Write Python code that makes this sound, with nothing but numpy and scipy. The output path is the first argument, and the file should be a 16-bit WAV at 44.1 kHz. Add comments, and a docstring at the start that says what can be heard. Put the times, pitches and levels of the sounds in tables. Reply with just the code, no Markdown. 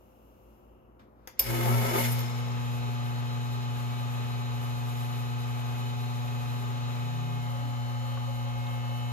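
"""An espresso machine in a kitchen: over room air and drones, a simmer sinks, the lever scuffs and trips its switch.
Contacts snap, a motor spins up and the valve opens; water and air churn through the pump as shaped noise and bubbles.
Then harmonic lines of mains hum and shaft whine settle over pulsing flow noise, and the casing flutters and rattles.
As pressure is reached the motor sags a little and the flutter stops; the bypass valve hoots and two drops of coffee
land in the cup."""
import sys
import numpy as np
from scipy import signal
from scipy.fft import rfft, irfft, next_fast_len
from scipy.io import wavfile
from scipy.ndimage import map_coordinates

SR = 44100
rng = np.random.default_rng(int(sys.argv[2]) if len(sys.argv) > 2 else 0)


def unload_audio(sound):
    """Save the sound as a 16-bit wav file, at the path given as the first command line argument."""
    columns = np.transpose(np.atleast_2d(sound))
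    # keep every value between -1 and 1, then stretch to whole-number steps
    steps = np.round(np.clip(columns, -1, 1) * 32767)
    wavfile.write(sys.argv[1], SR, steps.astype(np.int16))


N = 402191
T = np.arange(N) / SR  # seconds

MAINS_HZ = 120.035  # magnetic hum
TOP_HZ = 15900  # middle of the upper band edge
SLIDE_S, SWITCH_S = 0.992, 1.2735  # the lever starts to slide, and trips the switch
START_S, PRIMED_S = 1.39, 2.03  # the motor starts, and the pump is primed
PINNED_S = 7.36  # pressure begins to pin the loose panel
# Shaft speed in air, while filling and at full pressure, and its random drift (turns per second).
FREE_HZ, FILLING_HZ, LOADED_HZ, DRIFT_HZ = 28.85, 28.51, 28.39, 0.02
SPIN_UP_S, PRIMING_S = 0.025, 0.13
HOOT_S = 0.025  # half width of one hoot

# Boiler, room air and lever friction spectra. Each row: frequency in Hz, relative level in dB.
BOILER_SPECTRUM = [(1290, -53), (2200, -4), (4500, -12), (6100, -7), (8500, -13), (12200, -1.5),
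                   (15500, -12)]
KITCHEN_SPECTRUM = [(12, -61), (20, -49), (39, -24), (60, -34), (86, -8), (123, -16.5), (288, -11),
                    (325, -13), (382, -14), (517, -15), (850, -18), (1280, -23.5), (1700, -35), (2500, -41),
                    (3250, -91), (5500, -120)]
SCUFF_SPECTRUM = [(500, -15), (1300, 8), (2400, -3), (5200, -13), (8000, -22), (13000, -21), (15000, -30)]
# Faint appliance tones. Each row: frequency in Hz, mean level in dB.
APPLIANCE_TONES = [(120, -68), (218, -70), (360, -69), (518, -71)]
# Snaps of the brew switch and of the contacts. Each row: frequency in Hz, relative level in dB.
SWITCH_SPECTRUM = [(200, -16), (550, 5), (1250, 4), (1600, 2), (2150, 4.5), (2900, -5), (3500, -4),
                   (3900, -14), (4350, -13), (4900, 0), (5500, -10), (5950, -1), (6850, -1), (7800, -20),
                   (10000, -5), (13400, -2), (16000, -18)]
SNAP_SPECTRUM = [(120, -59), (200, -26), (500, -21), (899, -26), (1020, -22), (1620, -40), (1740, -41),
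                 (2020, -9), (3190, -11), (4430, -13), (5100, 0.5), (5800, -11), (9400, -15), (12300, -0.5),
                 (13600, 3), (16000, -27)]
# Valve contacts. Each row: start in seconds, relative level in dB, treble lift in dB, relative knock in dB.
CONTACTS = [(1.3922, -11, 4, -30), (1.3944, -5, 5.5, -28), (1.3972, -12, 3, -14), (2.191, -26, 1, -20),
            (2.205, -28, 1, -20)]
# Low, middle and high noise of the first water. Each row: frequency in Hz, relative level in dB.
CHURN_SPECTRUM = [(94, -56), (160, -4), (206, -11), (237, -13), (297, -31), (349, -6.5), (445, -4),
                  (523, -10.5), (615, -7.5), (667, -2.5), (793, -8), (859, -9), (1000, -8), (1290, -13),
                  (1800, -16.5), (2340, -47), (3960, -120)]
GUSH_SPECTRUM = [(880, -54), (1500, -4), (2120, -2.5), (2400, -6), (5580, -12.5), (6560, -8.5), (9280, -22),
                 (9500, -32), (12400, -48), (20900, -120)]
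SPRAY_SPECTRUM = [(7000, -11), (10000, 0.5), (12500, 1.5), (14800, -8.5), (16000, -25)]
# Panels shaken by water, and pipework rung by air bubbles.
# Each row: frequency in Hz, half width in Hz, relative level in dB.
PANEL_MODES = [(57.3, 32, -56), (238, 9.1, -41.5), (355, 4.9, -42), (400.4, 7.2, -43), (533, 4.3, -39),
               (893.4, 14, -39), (1286, 10, -42.5)]
TUBE_MODES = [(2170, 95, 11), (2965, 14, 3), (3480, 14, 1), (5190, 25, 0)]
# Air pockets. Each row: centre in seconds, half width in seconds, then churn, rush and spray swells in dB.
AIR_POCKETS = [(1.48, 0.022, 1.5, 5.5, 1.5), (1.69, 0.03, 4.5, -0.5, 1.5), (1.95, 0.095, 5.5, 2.5, -0.5),
               (2.005, 0.05, 0.5, 2, 8), (2.05, 0.028, 0, 6.5, 1), (2.125, 0.012, 1, -2, 8)]
# Gulps of water that swell the hum. Each row: centre in seconds, half width in seconds, swell in dB.
GULP_SWELLS = [(1.51, .05, 2), (1.75, 0.12, 9.5), (2.13, 0.11, 5)]
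# Magnetic buzz. Each row: multiple of the hum, level while filling in dB, level while coffee flows in dB,
# left-right difference in dB. The hum itself uses only its flowing level.
BUZZ_LINES = [(1, -32, -32, 1), (2, -45, -46, 13), (3, -65, -68, 1), (4, -57, -61, -3), (5, -68, -66, 4),
              (6, -56, -55, 9), (7, -58, -55, 10), (8, -68, -62, 1), (9, -57, -57, 10), (10, -59, -59, 2),
              (11, -68, -65, -2), (12, -65, -68, 0), (13, -60, -63, 3), (15, -61, -60, -1),
              (17, -65, -65, -5), (18, -71, -60, -5), (19, -68, -70, -2), (20, -67, -71, -10),
              (21, -59.5, -63, -4), (22, -72, -60, -5), (24, -68, -63, -2), (25, -65, -58, -1),
              (32, -66, -62, 3), (33, -75, -68, -4), (34, -77, -70, 1), (35, -78, -72, 6)]
# Overtones of the buzz that swell or sink for a while.
# Each row: multiple of the hum, start in seconds, stop in seconds, change in dB.
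OVERTONE_SWELLS = [(4, 2.0, 2.85, 4), (22, 2.3, 2.85, 11), (21, 7.38, 8.02, -9), (22, 7.3, 8.3, -6),
                   (18, 7.2, 7.36, 9), (18, 7.45, 8.3, -6), (18, 8.45, 8.76, 4), (24, 7.4, 8.02, -5),
                   (32, 7.42, 8.02, -8)]
# Pump whine. Each row: shaft order, relative level while filling in dB, relative level while coffee flows in dB,
# left-right difference in dB.
WHINE_LINES = [(4, -57, -58, 2), (19, -65, -65, 9), (20, -64, -60, 6), (26, -63, -64, -4),
               (28, -66, -62, 8), (30, -50, -49, 7), (33, -69, -65, 0), (34, -52.5, -53, 2),
               (35, -67, -65, 12), (36, -65, -64, 10), (43, -63, -60, 1), (44, -66, -65, 3),
               (45, -65, -65, 8), (52, -64, -61, -1), (53, -66, -70, 0), (54, -66, -68, 0)]
# Rotor slots beating with the field. Each row: shaft order, multiple of the hum added to it,
# relative level while filling in dB, relative level while coffee flows in dB.
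SLOT_LINES = [(34, 1, -64, -62), (34, 2, -57, -64), (39, 1, -63, -57)]
# Flow noise of pump body, pipes and jet. Each row: frequency in Hz, relative level in dB.
BODY_SPECTRUM = [(25, -31), (85, -8), (150, -10), (290, -17.5), (400, -12.5), (750, -10.5), (1100, -13.5),
                 (1250, -7), (1420, -17.5), (2500, -19.5), (3300, -23), (4500, -55)]
PIPE_SPECTRUM = [(2000, -14), (3100, -0.5), (3900, 4), (4550, -6.5), (5220, -0.5), (5730, -9.5),
                 (6300, 1.5), (7000, -2.5), (7600, -12), (9500, -17.5), (12000, -44)]
JET_SPECTRUM = [(7000, -6), (10000, -2), (12000, -0.5), (14600, -7), (16000, -53)]
# Swells of the jet's hiss. Each row: centre in seconds, half width in seconds, swell in dB.
HISS_SWELLS = [(5.02, 0.33, 4.5), (6.1, 0.49, 1.8)]
# Casing flutter. Each row: time in seconds, frequency in Hz.
FLUTTER_TRACK = [(2, 142), (2.3, 140.6), (5.2, 140.8), (6.9, 142.8), (7.12, 152.8), (7.7, 154)]
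# Side tones of the flutter. Each row: multiples of the hum above it, mean level in dB.
RATTLE_LINES = [(1, -64), (2, -62), (5, -65), (7, -66), (8, -68), (14, -69), (20, -63), (26, -72),
                (27, -70), (29, -65), (32, -62)]
# Vane overtones. Each row: shaft order, level while filling in dB, level while coffee flows in dB.
VANE_LINES = [(76, -69, -80), (78, -80, -68), (80, -69, -80), (96, -67, -75), (104, -66, -67),
              (105, -67, -72), (112, -69, -67), (132, -72, -80), (140, -63, -78), (148, -66, -69),
              (152, -71, -69), (184, -73, -77), (243, -69, -72)]
# Pressure build-up. Each row: time in seconds, share of full pressure.
PRESSURE_TRACK = [(7.05, 0.0046), (7.5, 0.99)]
# Hoots of the bypass valve. Each row: centre in seconds, level in dB.
HOOT_PULSES = [(7.52, -53), (7.63, -48), (8.16, -50), (8.3, -49), (8.46, -48), (8.6, -51), (8.75, -52),
               (8.95, -61), (9.08, -55)]
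# Drops landing in the cup. Each row: start in seconds, level in dB, pitch in Hz.
CUP_DROPS = [(8.1745, -32, 1200), (8.668, -43, 3700)]
# Phase between the ears, for tones and for noise. Each row: frequency in Hz, lead of the left side in radians.
TONE_LEAD = [(55, .1), (120, 1.4), (141, 0), (240, .8), (480, 2), (570, .6), (720, 1), (855, 1.4),
             (969, 2.7), (1080, 4.2), (1210, 2), (1560, 3.5), (1800, 3.9), (2040, 4.5), (2160, 5.7),
             (2520, 7), (3000, 7.7), (3600, 7.7), (3840, 10), (4000, 8.1)]
NOISE_PHASE = [(0, 0), (7000, 18.8), (8300, 15.9), (10000, 15.2), (12700, 12.57)]
# Likeness of the two sides of noise. Each row: frequency in Hz, coherence from 0 to 1.
COHERENCE = [(60, 0.53), (200, 1), (600, 0.69), (1400, 0.12), (4500, 0.14), (5900, 0.55), (7000, 0.16),
             (7700, 0.046), (9300, 1), (11500, 0.29), (13000, 1)]
# Tilt of noise between the sides. Each row: frequency in Hz, left-right difference in dB.
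SIDE_BALANCE = [(60, 7), (200, -2), (380, 1.5), (700, 5.5), (1300, 4), (2400, 0.5), (4400, 5), (9000, 0)]
# Kitchen echo. Each row: frequency in Hz, time to fall by 60 dB in seconds.
ROOM_DECAY = [(200, 0.065), (3000, 0.47), (13000, 0.11)]


def amp(db):
    """Logarithmic level: decibels to gain."""
    return np.exp(np.asarray(db, np.float32) * np.float32(np.log(10) / 20))


def unit(x):
    """Normalization to rms 1."""
    return x / np.sqrt(np.mean(x ** 2) + 1e-20)


def along(points, hz):
    """Interpolation of (Hz, value) points on a logarithmic frequency axis."""
    f, v = np.transpose(points)
    return np.interp(np.log(hz + 1), np.log(f + 1), v)


def curves(rows):
    """Linear interpolation in time: one curve for each column after the seconds."""
    s, *columns = np.transpose(rows)
    return [np.interp(T, s, column) for column in columns]


def wobble(rate):
    """Slow random modulation: a smooth curve through rate random knots a second."""
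    coarse = T[::64]
    knots = rng.standard_normal(1024)
    return np.interp(T, coarse, map_coordinates(knots, [coarse * rate], mode="wrap"))


def ramp(start, length):
    """Linear onset from 0 to 1 over length seconds."""
    return np.clip((T - start) / length, 0, 1)


def held(start, attack, stop, fall_db_per_s):
    """Exponential decay: a linear rise multiplied by a steady dB fall that begins at stop."""
    return ramp(start, attack) * amp(-fall_db_per_s * np.clip(T - stop, 0, None))


def swells(rows):
    """Gaussian swells (centre s, half width s, dB, ..): one dB curve for each level column."""
    rows = np.array(rows)
    bells = np.exp(-np.minimum(((T - rows[:, :1]) / rows[:, 1:2]) ** 2, 20))
    return rows[:, 2:].T @ bells


def filtered(x, response):
    """Linear filtering: the spectrum of x times a response of frequency."""
    m = next_fast_len(N + 8192)
    return irfft(rfft(x, m) * response(np.fft.rfftfreq(m, 1 / SR)), m)[..., :N]


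def noise(gain):
    """Partly coherent stereo noise of rms 1, with level and phase differences between the sides."""
    m = next_fast_len(N, True)
    hz = np.fft.rfftfreq(m, 1 / SR)
    turn = np.arccos(np.float32(np.clip(along(COHERENCE, hz), 0, 1))) / 2
    white = rng.standard_normal((2, 2 * len(hz)), np.float32).view(np.complex64)
    mid, side = white * np.float32(gain(hz)) * np.array([np.cos(turn), np.sin(turn)])
    lead = np.float32(np.interp(hz, *np.transpose(NOISE_PHASE)) / 2)
    lean = amp(along(SIDE_BALANCE, hz) / 2) * (np.cos(lead) + 1j * np.sin(lead))
    sides = np.array([(mid + side) * lean, (mid - side) / lean])
    return unit(irfft(sides, m, norm="ortho")[:, :N])


def hiss(spectrum):
    """Broadband turbulence or friction: noise shaped by a spectrum."""
    return noise(lambda hz: amp(along(spectrum, hz)))


def resonant(modes):
    """Resonance: noise concentrated in bands of given centre and half width."""
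    def response(hz):
        return sum(amp(db) / np.sqrt(w) / (1 + ((hz - centre) / w) ** 2) for centre, w, db in modes)
    return noise(response)


def angle(hz):
    """Phase as the running integral of frequency."""
    return 2 * np.pi * np.cumsum(hz) / SR


def steady(hz):
    """Uniform rotation: the phase of a constant frequency."""
    return 2 * np.pi * hz * T


def tone(phase, hz, pan_db=0):
    """A pure tone of rms 1 with level and phase differences between the sides; hz selects the phase lead."""
    gains = amp(np.array([[pan_db], [-pan_db]]) / 2)
    offsets = rng.uniform(0, 2 * np.pi) + np.array([[along(TONE_LEAD, hz)], [0]])
    wrapped = phase - 2 * np.pi * np.floor(phase / (2 * np.pi))
    return np.float32(np.sqrt(2) * unit(gains)) * np.sin(np.float32(wrapped) + np.float32(offsets))


def echo(x):
    """Reverberation: convolution with decaying noise, each frequency dying at its own speed."""
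    hz, t, z = signal.stft(rng.standard_normal((2, SR // 2)), SR, nperseg=256)
    decay = amp(-60 * t / along(ROOM_DECAY, hz)[:, None])
    tail = signal.istft(z * decay, SR, nperseg=256)[1]
    return signal.fftconvolve(x, tail / np.linalg.norm(tail[0]), axes=1)[:, :N]


def kitchen(air_db=-60, fridge_db=-64, compressor_db=-67, simmer_db=-74, calming_db=11, whistle_db=-79):
    """Beating of two close drones, with room air, faint tones, a simmer that sinks and a thin whistle that ends."""
    beating = amp(fridge_db) * tone(steady(59.2), 59) + amp(compressor_db) * tone(steady(55), 55)
    faint = sum(amp(db + 1.1 * wobble(9.2)) * tone(steady(hz), hz) for hz, db in APPLIANCE_TONES)
    simmer = amp(simmer_db - calming_db * ramp(0.54, 0.33)) * hiss(BOILER_SPECTRUM)
    whistle = amp(whistle_db) * (1 - ramp(0.8, 0.3)) * resonant([(2780, 240, 0)])
    return amp(air_db) * hiss(KITCHEN_SPECTRUM) + beating + faint + simmer + whistle


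def lever(scuff_db=-57, scuff_fall_db_per_s=300, rub_db=-70):
    """Sliding friction: a soft scuff as the lever starts, then a faint rub that grows until it meets the switch."""
    scuff = amp(scuff_db) * held(SLIDE_S, 0.0042, SLIDE_S, scuff_fall_db_per_s)
    rub = amp(rub_db) * held(1.09, 0.21, SWITCH_S, scuff_fall_db_per_s)
    return (scuff + rub) * hiss(SCUFF_SPECTRUM)


def switch(switch_db=-35.5, crack_t60=0.022, tail_db=-12, tail_t60=0.16):
    """Impact with two decay times: the brew switch gives a full, dry snap and a short ring."""
    age = np.clip(T - SWITCH_S, 0, 1)
    decay = amp(-60 * age / crack_t60) + amp(tail_db - 60 * age / tail_t60)
    return amp(switch_db) * ramp(SWITCH_S, 0.00071) * decay * hiss(SWITCH_SPECTRUM)


def wandering(x, drift, drift_per_s):
    """Frequency modulation by a drifting clock: pitch varies by a small share."""
    clock = T + drift * np.cumsum(wobble(drift_per_s)) / SR
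    return np.array([np.interp(clock, T, side) for side in x])


def gurgle(bubble_hz=560, pitch_spread=0.38, life_cycles=7, rise=0.12, size_db=2.0, count=70):
    """Bubble resonance: air bubbles of many sizes ring and rise in pitch as the pump swallows them."""
    out, age = np.zeros(N), T[:SR // 10]
    starts = rng.uniform(START_S, PRIMED_S + 0.1, count)
    for s, (pitch, size) in zip(starts, rng.standard_normal((count, 2))):
        cycles = bubble_hz * np.exp(pitch_spread * pitch) * age
        life = cycles / life_cycles
        envelope = amp(size_db * size) * life * np.exp(1 - 2 * life)
        ring = np.sin(2 * np.pi * cycles * (1 + rise * life / 2))
        out[round(s * SR):][:len(age)] += envelope * ring
    return out


def first_water(churn_db=-37, rush_db=-41.0, spray_db=-41, panel_db=-34.5, tube_db=-43.0, sputter_db=1.0,
                surge_db=1.0, churn_growth_db=2, gurgle_db=-37):
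    """Two-phase flow: water and air churn, ring panels and pipework and spray; the lows begin to fade first."""
    churn, rush, spray = amp(swells(AIR_POCKETS))
    churn *= held(1.403, 0.15, 1.96, fall_db_per_s=52)
    churn *= amp(churn_growth_db * (ramp(1.26, 0.3) - 2.0))
    rush *= held(1.37, 0.18, 1.99, fall_db_per_s=33)
    spray *= held(1.41, 0.042, 2.113, fall_db_per_s=121)
    sputter = unit(amp(sputter_db * wobble(100)))
    surge = unit(amp(surge_db * wobble(32.45)))
    panels = wandering(resonant(PANEL_MODES), drift=0.02474, drift_per_s=20)
    tubes = wandering(resonant(TUBE_MODES), drift=0.007, drift_per_s=25)
    low = amp(churn_db) * hiss(CHURN_SPECTRUM) + amp(panel_db) * panels + amp(gurgle_db) * gurgle()
    middle = amp(rush_db) * hiss(GUSH_SPECTRUM) + amp(tube_db) * tubes
    high = amp(spray_db) * hiss(SPRAY_SPECTRUM)
    return sputter * (churn * surge * low + rush * middle + spray * high)


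def clicks(ring_db=-16, click_db=-9, knock_db=-7, knock_t60=0.2, thud_db=-47):
    """Impact excitation: each contact snaps, rings and knocks the casing; a faint 54 Hz tone swells with the valve."""
    out = np.zeros((2, N))
    snap, knock = hiss(SNAP_SPECTRUM), resonant([(615, 730, 12), (2060, 390, -6)])
    dull = filtered(snap, lambda hz: 1 / (1 + (hz / 9000) ** 8))
    age = T[:SR // 2]
    attack = 1 - np.exp(-age / 0.0003)
    crack, ring = amp(-60 * age / 0.018), amp(-60 * age / 0.13)
    for s, db, lift_db, case_db in CONTACTS:
        first = round(s * SR)
        span = slice(first, first + len(age))
        bright = dull + amp(lift_db) * (snap - dull)
        steel = (crack + amp(ring_db) * ring) * unit(bright[:, span])
        case = amp(knock_db + case_db - 60 * age / knock_t60) * knock[:, span]
        out[:, span] += amp(db + click_db) * attack * (steel + case)
    # the frame tone stays faintly present before and after its swell
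    jolt = np.interp(T, [1.39, 1.41, 1.5, 1.62], [0.063, 1.0, 1, 0.13])
    return out + amp(thud_db) * jolt * tone(steady(54), 54)


def pressure():
    """Pressure build-up: the share of full brewing pressure."""
    return np.clip(curves(PRESSURE_TRACK)[0], 0, 1)


def shaft_speed():
    """Motor slip under load: free spin-up, slowing as water fills the pump and again under full pressure."""
    spin = 1 - np.exp(-np.clip(T - START_S, 0, 1) / SPIN_UP_S)
    slip = (FREE_HZ - FILLING_HZ) * ramp(PRIMED_S, PRIMING_S) + (FILLING_HZ - LOADED_HZ) * pressure()
    return spin * (FREE_HZ - slip + DRIFT_HZ * wobble(3))


def rotor_angle(speed, jitter_turns=0.00094, jitter_per_s=45):
    """Phase jitter: slightly uneven rotation roughens high orders most."""
    return angle(speed) + 2 * np.pi * jitter_turns * wobble(jitter_per_s)


def singing(multiple, edge_s=0.08):
    """Amplitude modulation: dB by which one overtone of the buzz swells or sinks for a while."""
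    return sum(db * (ramp(start, edge_s) - ramp(stop, edge_s))
               for k, start, stop, db in OVERTONE_SWELLS if k == multiple)


def motor(speed, waver_db=1.9, whine_waver_db=0.3, whine_db=0.3, strain_db=0.5, overtone_db=2.0,
          slack=0.23, slack_s=0.11, overtone_share=0.52):
    """Harmonic series of magnetic hum and shaft whine; their balance shifts as full pressure is met."""
    load = pressure()
    shaft, field = angle(speed), steady(MAINS_HZ)

    def level(filling, flowing, waver):
        return amp(filling + (flowing - filling) * ramp(PINNED_S, 0.13) + waver * wobble(5))

    # the hum swells with the gulps of water, then holds steady
    _, _, steady_db, hum_pan = BUZZ_LINES[0]
    strain = 1 - ramp(2.84, 0.86)
    gulp = swells(GULP_SWELLS)[0]
    gulp = gulp - slack * np.interp(T - slack_s, T, gulp)  # the load slackens after each gulp
    hum_level = amp(steady_db + gulp + strain_db * strain * ramp(PRIMED_S, 0.35))
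    hum = hum_level * tone(field, MAINS_HZ, hum_pan)
    k, a, b, pan = BUZZ_LINES[1]
    overtone_level = amp(a + (b - a) * load + overtone_db * strain + overtone_share * gulp)
    hum += overtone_level * tone(2 * field, 2 * MAINS_HZ, pan)
    # the low overtones stand firm, the high ones waver more
    buzz = 0
    for k, a, b, pan in BUZZ_LINES[2:]:
        waver = waver_db * np.sqrt(k / BUZZ_LINES[-1][0])
        buzz += amp(singing(k)) * level(a, b, waver) * tone(k * field, k * MAINS_HZ, pan)
    whine = 0
    for k, a, b, pan in WHINE_LINES:
        whine += level(a, b, whine_waver_db) * tone(k * shaft, k * LOADED_HZ, pan)
    for k, m, a, b in SLOT_LINES:
        whine += level(a, b, whine_waver_db) * tone(k * shaft + m * field, k * LOADED_HZ + m * MAINS_HZ)
    return ramp(1.41, 0.093) ** 2 * (hum + buzz + amp(whine_db) * whine)


def run_up(groan_db=-37, groan_hz=345):
    """Transient panel resonance: a brief groan as the motor comes up to speed."""
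    return amp(groan_db) * held(1.47, 0.036, 1.59, fall_db_per_s=150) * tone(steady(groan_hz), groan_hz)


def repeating(phase, size):
    """Periodic roughness: a random stereo profile that comes round again with every turn."""
    spot = phase / (2 * np.pi) % 1 * size
    return np.array([np.interp(spot, np.arange(size), rng.standard_normal(size)) for _ in range(2)])


def pumping(rotor, body_db=-48.5, scrape_db=-7, pipe_db=-55.5, slap_db=-4, uneven_db=1, jet_db=-58.0,
            stroke=0.046, chatter=0.14, body_drop_db=2.0, pipe_drop_db=2.0, jet_drop_db=1.5, inrush_db=6,
            settle_s=0.12, flicker_db=1.8):
    """Modulated flow noise, easing with pressure; vanes scrape every turn and slap the pipes four times a turn."""
    load, field = pressure(), steady(MAINS_HZ)
    inrush = inrush_db * np.exp(-np.clip(T - 2.2, 0, None) / settle_s)
    pulsing = unit(1 + stroke * np.cos(2 * field))
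    chattering = unit(1 + chatter * np.cos(3 * field))
    turn_profile = repeating(rotor, size=1024)
    scrape = unit(filtered(turn_profile, lambda hz: amp(along(BODY_SPECTRUM, hz)) * (hz > 1150)))
    vane_profile = repeating(4 * rotor, size=384)
    slap = unit(filtered(vane_profile, lambda hz: amp(along(PIPE_SPECTRUM, hz))))
    body_level = amp(body_db - body_drop_db * load + 0.86 * wobble(4.7) + uneven_db * wobble(MAINS_HZ))
    body = body_level * (hiss(BODY_SPECTRUM) + amp(scrape_db) * scrape)
    pipe_level = chattering * amp(pipe_db + inrush - pipe_drop_db * load)
    pipes = pipe_level * (hiss(PIPE_SPECTRUM) + amp(slap_db) * slap)
    jet_level = amp(jet_db + inrush - jet_drop_db * load + swells(HISS_SWELLS)[0] + flicker_db * wobble(30))
    return ramp(1.95, 0.21) * pulsing * (body + pipes + jet_level * hiss(JET_SPECTRUM))


def filling(wash_db=-43, wash_fall_db_per_s=16, pipe_ring_db=-52, ring_stop_s=2.11, ring_fall_db_per_s=24):
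    """Decaying flow and pipe resonance: the last bubbles wash out and two narrow pipes ring on."""
    wash = amp(wash_db) * held(2.03, 0.15, 1.86, wash_fall_db_per_s) * hiss(CHURN_SPECTRUM)
    ring_level = amp(pipe_ring_db) * held(1.95, 0.15, ring_stop_s, ring_fall_db_per_s)
    return wash + ring_level * resonant([(5200, 22, 0), (2150, 50, -3)])


def casing(flutter_db=-53.0, shudder_db=-44.3, throb_db=1, flicker_db=1.2, drum_db=-60):
    """Sum tones: a loose panel drums, flutters and rattles at flutter plus hum overtones, until pressure pins it."""
    flutter, field = angle(curves(FLUTTER_TRACK)[0]), steady(MAINS_HZ)
    loose = ramp(PRIMED_S, 0.59) * (1 - ramp(PINNED_S, 0.11))
    rattle = sum(amp(db + flicker_db * wobble(4.7)) * tone(flutter + k * field, (k + 1) * MAINS_HZ)
                 for k, db in RATTLE_LINES)
    drum = amp(drum_db) * resonant([(404, 17, 0)])
    # the flutter grows into a shudder just before it is pinned
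    swing = held(PRIMED_S, 0.1, PINNED_S, fall_db_per_s=73)
    swing = swing * (amp(flutter_db) + amp(shudder_db) * ramp(7.0, 0.13))
    return swing * amp(throb_db * wobble(6.5)) * tone(flutter, 141, 4.6) + loose * (rattle + drum)


def vanes(rotor, waver_db=3.5):
    """Vane striking as high shaft orders: lines made slightly rough by uneven rotation."""
    load = pressure()
    lines = 0
    for k, a, b in VANE_LINES:
        lines += amp(a + (b - a) * load + waver_db * wobble(9.4)) * tone(k * rotor, k * LOADED_HZ)
    return ramp(PRIMED_S, PRIMING_S) * lines


def bypass(hoot_hz=549, waver_hz=9, whirl_db=-56, undertone_db=-47):
    """Flow-excited oscillation: the valve hoots in soft pulses over narrow noise, once also an octave lower."""
    phase = angle(hoot_hz + waver_hz * wobble(22))
    pulses = sum(amp(db) * np.exp(-np.minimum(((T - s) / HOOT_S) ** 2, 20)) for s, db in HOOT_PULSES)
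    whirl = amp(whirl_db) * ramp(7.45, 0.1) * resonant([(536.5, 8.8, 0)])
    undertone_level = amp(undertone_db) * held(7.605, 0.05, 7.665, fall_db_per_s=154)
    undertone = undertone_level * tone(phase / 2, hoot_hz / 2)
    return pulses * tone(phase, hoot_hz, 10.0) + whirl + undertone


def coffee(drop_t60=0.028, bubble_db=-10, splash_width=0.13, pan_db=3):
    """Drop impact: a short resonant splash with a trace of a rising bubble, slightly to the left."""
    out = np.zeros(N)
    for s, db, hz in CUP_DROPS:
        age = np.clip(T - s, 0, 1)
        bubble = amp(bubble_db) * np.sin(2 * np.pi * hz * age * (1 + 2 * age))
        splash = unit(resonant([(hz, splash_width * hz, 0)])[0])
        envelope = amp(db - 60 * age / drop_t60) * (1 - np.exp(-age / 0.0006))
        out += envelope * (bubble + splash)
    return out * amp(np.array([[pan_db], [-pan_db]]) / 2)


def scene(wet_db=-8):
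    """Superposition of all sources; the lever, switch and contacts also excite the kitchen echo."""
    speed = shaft_speed()
    rotor = rotor_angle(speed)
    hits = lever() + switch() + clicks()
    machine = motor(speed) + run_up() + casing() + vanes(rotor) + bypass()
    water = first_water() + pumping(rotor) + filling() + coffee()
    return kitchen() + hits + amp(wet_db) * echo(hits) + machine + water


def record(dry):
    """Band limiting: gain falls linearly to zero over 800 Hz around the upper edge."""
    return filtered(dry, lambda hz: np.clip((TOP_HZ - hz) / 800 + 0.5, 0, 1))


dry = scene()
out = record(dry)
unload_audio(out)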